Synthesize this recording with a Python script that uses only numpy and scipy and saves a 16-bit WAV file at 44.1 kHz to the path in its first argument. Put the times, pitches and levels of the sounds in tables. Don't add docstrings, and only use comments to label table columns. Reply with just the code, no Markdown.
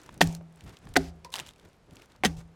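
import sys
import numpy as np
from scipy import signal
from scipy.fft import rfft, irfft, next_fast_len
from scipy.io import wavfile
from scipy.ndimage import uniform_filter1d, map_coordinates

SR = 44100
rng = np.random.default_rng(int(sys.argv[2]) if len(sys.argv) > 2 else 0)


def gain_from_decibels(decibels):
    exponent = np.asarray(decibels, float) / 20
    return 10 ** exponent


def transcribe(signal):
    frames = np.atleast_2d(signal).T
    limited = np.clip(frames, -1, 1)
    pcm = np.round(limited * 32767).astype(np.int16)
    wavfile.write(sys.argv[1], SR, pcm)


N = 112454


def unit(x):
    return x / np.sqrt(np.mean(x ** 2) + 1e-20)


def along(points, hz):
    f, v = np.transpose(points)
    return np.interp(np.log(hz + 1), np.log(f + 1), v)


def wobble(rate):
    knots = rng.standard_normal(int(N * rate / SR) + 4)
    return map_coordinates(knots, [np.arange(N) * rate / SR])


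def filtered(x, response):
    m = next_fast_len(len(x) + 4096)
    return irfft(rfft(x, m) * response(np.fft.rfftfreq(m, 1 / SR)), m)[:len(x)]


def peak(f, hz, width_hz):
    return 1j * f * width_hz / (hz * hz - f * f + 1j * f * width_hz + 1e-9)


def add(out, s, x):
    i = max(round(s * SR), 0)
    out[i:i + len(x)] += x[:len(out) - i]


def grains(rate_per_s, size):
    hits = rng.random(size) < rate_per_s / SR
    sign = rng.choice([-1, 1], size)
    spike_db = 2.5 * np.minimum(rng.exponential(size=size), 3.5)
    return hits * sign * gain_from_decibels(spike_db)


def ringing(hz, t, waver):
    start = rng.random()
    pitch = hz * (1 + waver * wobble(40)[:len(t)])
    return np.sin(2 * np.pi * (start + np.cumsum(pitch) / SR))


def ticks(rows, t60, gain_db, sharp, tone):
    out, t = np.zeros(N), np.arange(SR // 20) / SR
    for s, db, hz in rows:
        def body(f):
            return tone * peak(f, hz, hz / sharp) * peak(f, hz, hz) + 0.5 * peak(f, hz, 2.6 * hz) ** 2
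        click = filtered(rng.standard_normal(len(t)) * gain_from_decibels(-60 * t / t60), body)
        add(out, s, gain_from_decibels(db + gain_db) * click / np.abs(click).max())
    return out


# frequency in Hz, level in dB.
AIR_COLOUR = [(12, -41.5), (30, -6), (169, -8), (258, -13.5), (750, -17), (966, -20), (8170, -38.5),
              (14300, -48.5), (16200, -63)]


def air():
    sway = gain_from_decibels(wobble(4))
    return gain_from_decibels(-61) * sway * unit(filtered(rng.standard_normal(N), lambda f: gain_from_decibels(along(AIR_COLOUR, f))))


# centre in seconds, level in dB, length in seconds.
SLEEVE_MOVES = [
    (0.034, -58.5, 0.24),
    (0.147, -66, 0.089),
    (0.592, -64.5, 0.064),
    (0.691, -56, 0.15),
    (0.891, -60.5, 0.14),
    (1.648, -62.5, 0.13),
    (1.74, -75, 0.051),
    (1.963, -60, 0.089),
    (2.031, -60.5, 0.045),
    (2.114, -65, 0.073),
]
# frequency in Hz, level in dB.
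CLOTH_COLOUR = [(180, -44), (300, -0.5), (603, -8.5), (1100, -11), (1390, -10), (7320, -24), (16000, -36)]


def jacket():
    t = np.arange(N) / SR
    moves = sum(gain_from_decibels(db) * np.exp(-((t - s) / length * 2) ** 2) for s, db, length in SLEEVE_MOVES)
    uneven = gain_from_decibels(3.5 * wobble(40) + 3.3 * wobble(140))
    rub = unit(filtered(rng.standard_normal(N), lambda f: gain_from_decibels(along(CLOTH_COLOUR, f))))
    tick = gain_from_decibels(-60 * np.arange(400) / SR / 0.008)
    fuzz = np.zeros(N)
    for hz in (2200, 4000, 6500, 8500, 12000):
        bursts = np.convolve(abs(grains(25, N)), tick)[:N] * rng.standard_normal(N)
        fuzz += filtered(bursts, lambda f: peak(f, hz, hz / 2) ** 2)
    return moves * uneven * rub + gain_from_decibels(-20) * (moves + gain_from_decibels(-65.5)) * unit(fuzz)


# centre in seconds, level in dB, frequency in Hz, length in seconds.
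FLAPS_AND_BUMPS = [(0.093, -37, 593, 0.004), (0.117, -48, 80, 0.07), (0.279, -33.5, 50, 0.052),
                   (0.412, -48.5, 417, 0.0072), (0.668, -43.5, 78.8, 0.067), (0.724, -52, 91, .04),
                   (0.871, -47, 87.4, 0.065), (.872, -45, 700, 0.0048), (0.919, -44, 50, 0.055),
                   (1.5, -56, 91, 0.052), (1.652, -51.5, 120, 0.037), (1.683, -53.5, 200, 0.011),
                   (1.893, -51.5, 124.2, 0.03), (1.932, -47.5, 106.4, 0.027), (1.973, -53, 199, 0.028),
                   (2.153, -61.5, 880, 0.043), (2.213, -55.5, 90.3, 0.052), (2.381, -42, 55.3, 0.055),
                   (2.412, -52, 615, 0.015), (1.257, -51, 307, 0.015), (1.421, -54, 110, 0.11),
                   (0.378, -55, 65, 0.13), (0.179, -47.5, 150, .04), (1.393, -45, 380, 0.015)]


def flaps():
    half_s = 1 / 8
    out, t = np.zeros(N), np.arange(SR // 4) / SR - half_s
    for s, db, hz, length in FLAPS_AND_BUMPS:
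        noise = filtered(rng.standard_normal(len(t)), lambda f: peak(f, hz, hz * 1.76) ** 2)
        puff = unit(noise) * np.exp(-(t / length * 2) ** 2)
        cut = max(round((half_s - s) * SR), 0)
        add(out, s - half_s, gain_from_decibels(db) * puff[cut:])
    return out


# start in seconds, peak level in dB, frequency in Hz.
FALLING_CRUMBS = [(.016, -49.5, 5970), (.034, -49, 7500), (.062, -45.5, 6000), (.0916, -49.5, 1646),
                  (.142, -44, 7500), (.1261, -51.5, 7400), (.177, -45, 6500), (.2405, -31.5, 8500),
                  (.273, -30, 6820), (.3263, -40, 6980), (.3496, -29.5, 5710), (.525, -59, 8500),
                  (.5596, -48, 8980), (.6464, -53, 9000), (.8534, -51.5, 6340), (.8898, -49.5, 8000),
                  (.608, -42.5, 2480), (.6393, -50, 7430), (.6938, -44.5, 4370), (.7695, -39, 2780),
                  (.7883, -54.5, 7440), (.869, -61.5, 1590), (.939, -39, 4875), (1.044, -46.5, 4500),
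                  (1.2471, -37.5, 5500), (1.5354, -50, 3200), (1.5606, -53, 2820), (1.5969, -49, 3300),
                  (1.5822, -56, 4190), (1.65, -51.5, 6240), (1.731, -54, 3570), (1.9093, -48.5, 3480),
                  (1.936, -53, 4400), (1.989, -57, 4400), (1.9564, -46.5, 6940), (1.9682, -41.5, 2990),
                  (2.02, -43, 2500), (2.0583, -54, 5930), (2.12, -52, 3510), (2.162, -51.5, 4350),
                  (2.371, -47.5, 4000)]


def crumbs():
    return ticks(FALLING_CRUMBS, t60=0.011, gain_db=2, sharp=2.5, tone=0.65)


# start in seconds, length in seconds, level in dB, fall over that length in dB, centre in Hz.
CHIP_SHOWERS = [
    (0.238, 0.13, -49.5, 12, 2437),
    (0.972, 0.12, -50.5, 9.5, 2000),
    (2.261, 0.091, -54.5, 12, 2200),
    (2.363, 0.043, -60, 1.5, 2650),
    (1.243, 0.036, -51.5, 19.5, 1800),
    (1.318, 0.094, -51.5, 7, 3293),
    (1.336, 0.074, -49, 2, 700),
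    (1.412, 0.088, -58.5, 4, 1300),
    (1.457, 0.061, -54.5, 20, 2770),
]


def showers():
    n = SR // 4
    out, t = np.zeros(N), np.arange(n) / SR
    for s, length, db, fall_db, hz in CHIP_SHOWERS:
        bits = np.zeros(n)
        for c in hz * np.exp(0.9 * np.arange(-1, 2)):
            bits += filtered(grains(4000 / 3, n), lambda f: peak(f, c, c / 2.5) * peak(f, c, c))
        hiss = filtered(rng.standard_normal(n), lambda f: peak(f, hz / 2, 3 * hz) * peak(f, hz, 4 * hz))
        onset = np.clip(t / 0.0058, 0, 1)
        ending = gain_from_decibels(-np.maximum(t - length, 0) * 600)
        add(out, s, gain_from_decibels(db - fall_db * t / length) * onset * ending * (unit(bits) + unit(hiss)))
    return out


# start in seconds, level in dB.
BLADE_TAPS = [
    (1.248, -38.5),
    (1.2626, -40),
    (1.293, -52.5),
]
# frequency in Hz, level in dB, t60 in seconds.
HEAD_MODES = [(420, -7, 0.027), (536, -14.5, 0.17), (960, -4.5, 0.087), (1023, -9, 0.14)]


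def tap():
    out, t = np.zeros(N), np.arange(SR // 4) / SR
    for s, tap_db in BLADE_TAPS:
        ring = sum(gain_from_decibels(tap_db + db - 60 * t / t60) * ringing(hz, t, 0.019) for hz, db, t60 in HEAD_MODES)
        add(out, s, ring * (1 - np.exp(-t / 0.0011)))
    return out


# start in seconds, peak level in dB, frequency in Hz.
BARK_SNAPS = [(1.2478, -37, 2447), (1.3036, -46, 5500), (1.3283, -35, 3640), (1.3398, -20, 3390),
              (1.3406, -16, 3367), (1.3455, -37, 3600), (1.3483, -31, 3340), (1.3563, -19, 3280),
              (1.3605, -22, 3000), (1.3652, -28, 5000), (1.372, -33, 3410), (1.3812, -29.5, 1950),
              (1.386, -24.5, 3320), (1.3918, -23.5, 2010), (1.399, -20, 2920), (1.403, -31, 3090),
              (1.4062, -30, 2920), (1.4645, -35, 2930), (1.472, -37.5, 3500), (1.486, -37.5, 3350),
              (1.49, -35, 3180), (1.509, -42, 3500)]


def snaps():
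    return ticks(BARK_SNAPS, t60=0.005, gain_db=0, sharp=5, tone=1.3)


def blade(snapping):
    hz, width_hz, level_db = 995, 220, -13 + 18
    return gain_from_decibels(level_db) * filtered(np.abs(snapping), lambda f: peak(f, hz, width_hz) * peak(f, hz, hz))


# frequency in Hz, t60 in seconds, then level in dB after the first, second and third chop.
LOG_MODES = [(50, 0.26, -39.5, -35, -33.5), (75.4, 0.2, -28.5, -26, -28.5), (165, 0.22, -17, -31.5, -28),
             (200.3, 0.06, -20.5, -43.5, -9), (269.2, 0.21, -26, -20, -31.5), (382, 0.13, -27.5, -23, -40),
             (455, 0.22, -38, -38, -42), (700, 0.079, -34, -26.5, -40)]
RING_STARTS = [
    .214,
    0.964,
    2.251,
]
BED_LINGER_DB = [-9.5, -4, -5]


def log():
    bed_hz, linger = 180, 3.4
    sag, sag_s = 0.12, 0.012
    out, t = np.zeros(N), np.arange(SR * 2 // 3) / SR
    for k, s in enumerate(RING_STARTS):
        for hz, t60, *levels in LOG_MODES:
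            in_bed = hz < bed_hz
            fade = gain_from_decibels(-60 * t / t60) + in_bed * gain_from_decibels(BED_LINGER_DB[k] * 165 / hz - 60 * t / t60 / linger)
            swell_cycles = 0.64 * (2.1 if in_bed else 1)
            swell = (1 - np.exp(-t * hz / swell_cycles)) ** 2
            beating = gain_from_decibels(3 * abs(np.log2(hz / 165)) * wobble(45)[:len(t)])
            tone = ringing(hz * (1 + sag * np.exp(-t / sag_s)), t, 0.01 * hz / 100)
            add(out, s, gain_from_decibels(levels[k]) * fade * swell * beating * tone)
    return out


# start in seconds, peak level in dB, frequency in Hz, t60 in seconds.
WOOD_KNOCKS = [(.2092, -9.5, 727, 0.012), (0.2091, -12.5, 376, 0.037), (.2115, -16, 1100, 0.011),
               (0.2136, -2, 788, .012), (.2143, -5, 1834, .02), (.2142, -17.5, 3480, 0.014),
               (.9568, -21.5, 1926, .03), (.9638, -5.5, 1498, 0.017), (.9642, -9.5, 2008, 0.025),
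               (.965, -12, 370, 0.027), (.968, -11, 716, 0.034), (.9685, -14, 4480, 0.009),
               (.9715, -19, 659, 0.046), (2.2362, -10.5, 2130, 0.0085), (2.2364, -13, 747, 0.04),
               (2.237, -19.5, 341, 0.042), (2.2497, -19, 420, 0.036), (2.2485, -15, 1885, 0.016),
               (2.2495, -18.5, 5000, .012), (2.2545, -17.5, 1910, .03), (2.2555, -16.5, 3080, .015),
               (2.2615, -20.5, 6260, .015)]


def knocks():
    out, t = np.zeros(N), np.arange(SR // 10) / SR
    for s, db, hz, t60 in WOOD_KNOCKS:
        rise = 1 - np.exp(-t * hz / 0.3)
        add(out, s, -gain_from_decibels(db - 60 * t / t60) * np.sin(2 * np.pi * hz * t) * rise)
    return out


# start in seconds, level in dB, brightness in dB, t60 in seconds, depth of the wood tone in dB.
FRACTURES = [(.2075, -20, 0, 0.057, -3), (.2095, -21, 2.5, 0.041, -1), (.2141, -16.5, 8, 0.024, 3.5),
             (.221, -29.5, 11, 0.046, 0.5), (.9565, -23.5, -3, 0.054, 0.5), (0.9634, -17.5, 1.5, 0.034, -1),
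             (0.9686, -23, 13.5, 0.013, -7.5), (0.973, -21.5, -2.5, 0.014, 7),
             (2.2355, -18.5, -3.5, 0.037, 2), (2.241, -24.5, 0, 0.02, -0.5), (2.248, -20, 6.5, 0.06, -0.5),
             (2.255, -22, -1.5, 0.026, -1), (2.264, -32.5, 10, 0.017, -6.5)]
# frequency in Hz, width in Hz, level in dB.
BARK_MODES = [(385, 200, -4.5), (772, 200, 5.5), (1522, 280, 1.5), (1880, 260, 6), (3410, 530, -7.5),
              (4480, 740, -4.5)]
# frequency in Hz, level in dB.
CRACK_COLOUR = [(120, -27.5), (200, -3.5), (735, -7.5), (1230, -15), (1870, -8), (2470, -7), (6400, -16.5),
                (16000, -34)]


def chops():
    out, t = np.zeros(N), np.arange(SR // 8) / SR
    for s, db, bright_db, t60, deep_db in FRACTURES:
        def bark(f):
            total = 0
            for k, (hz, width_hz, level_db) in enumerate(BARK_MODES):
                tilt_db = -deep_db * np.log2(hz / 700) ** 2
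                total = total + (-1) ** k * gain_from_decibels(level_db + tilt_db) * peak(f, hz, width_hz)
            return total

        def splinter(f):
            return gain_from_decibels(along(CRACK_COLOUR, f) + bright_db * np.log2(f / 2000 + 0.14) / 2)

        decay = gain_from_decibels(-60 * t / t60)
        noise = rng.standard_normal(len(t))
        grit_db = 3.5 * uniform_filter1d(rng.standard_normal(len(t)), size=16) * 1.8
        burst = noise * gain_from_decibels(grit_db) * decay * (1 - np.exp(-t / 0.00065))
        body, fizz = filtered(burst, bark), filtered(burst, splinter)
        mix = body / np.linalg.norm(body) + gain_from_decibels(-5.5 + bright_db) * fizz / np.linalg.norm(fizz)
        add(out, s, gain_from_decibels(db) * np.linalg.norm(decay) * mix)
    return out


# frequency in Hz, t60 in seconds.
YARD_DECAY = [(200, 1), (2000, 0.13), (10000, 0.08)]


def yard(x):
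    hz, t, z = signal.stft(rng.standard_normal(SR // 3), SR, nperseg=256)
    fade = gain_from_decibels(-60 * t / along(YARD_DECAY, hz)[:, None])
    tail = signal.istft(z * fade, SR, nperseg=256)[1]
    return signal.fftconvolve(x, tail / np.linalg.norm(tail))[:N]


def scene():
    snapping = snaps()
    axe = chops() + knocks() + snapping + blade(snapping)
    rest = tap() + log() + showers() + crumbs() + flaps() + jacket() + air()
    return (axe + gain_from_decibels(-25) * yard(axe) + rest)[None]


def band_limit(x):
    return signal.sosfilt(signal.butter(12, 16820, fs=SR, output="sos"), x)


def record(dry):
    mic_hz, cut_hz, ceiling = 13000, 16300, 1.1
    x = filtered(dry[0], lambda f: 1 / np.sqrt(1 + (f / mic_hz) ** 6 + (f / cut_hz) ** 60))
    soft = x / (1 + np.abs(x / ceiling) ** 8) ** (1 / 8)
    return band_limit(soft[None])


dry = scene()
out = record(dry)
transcribe(out)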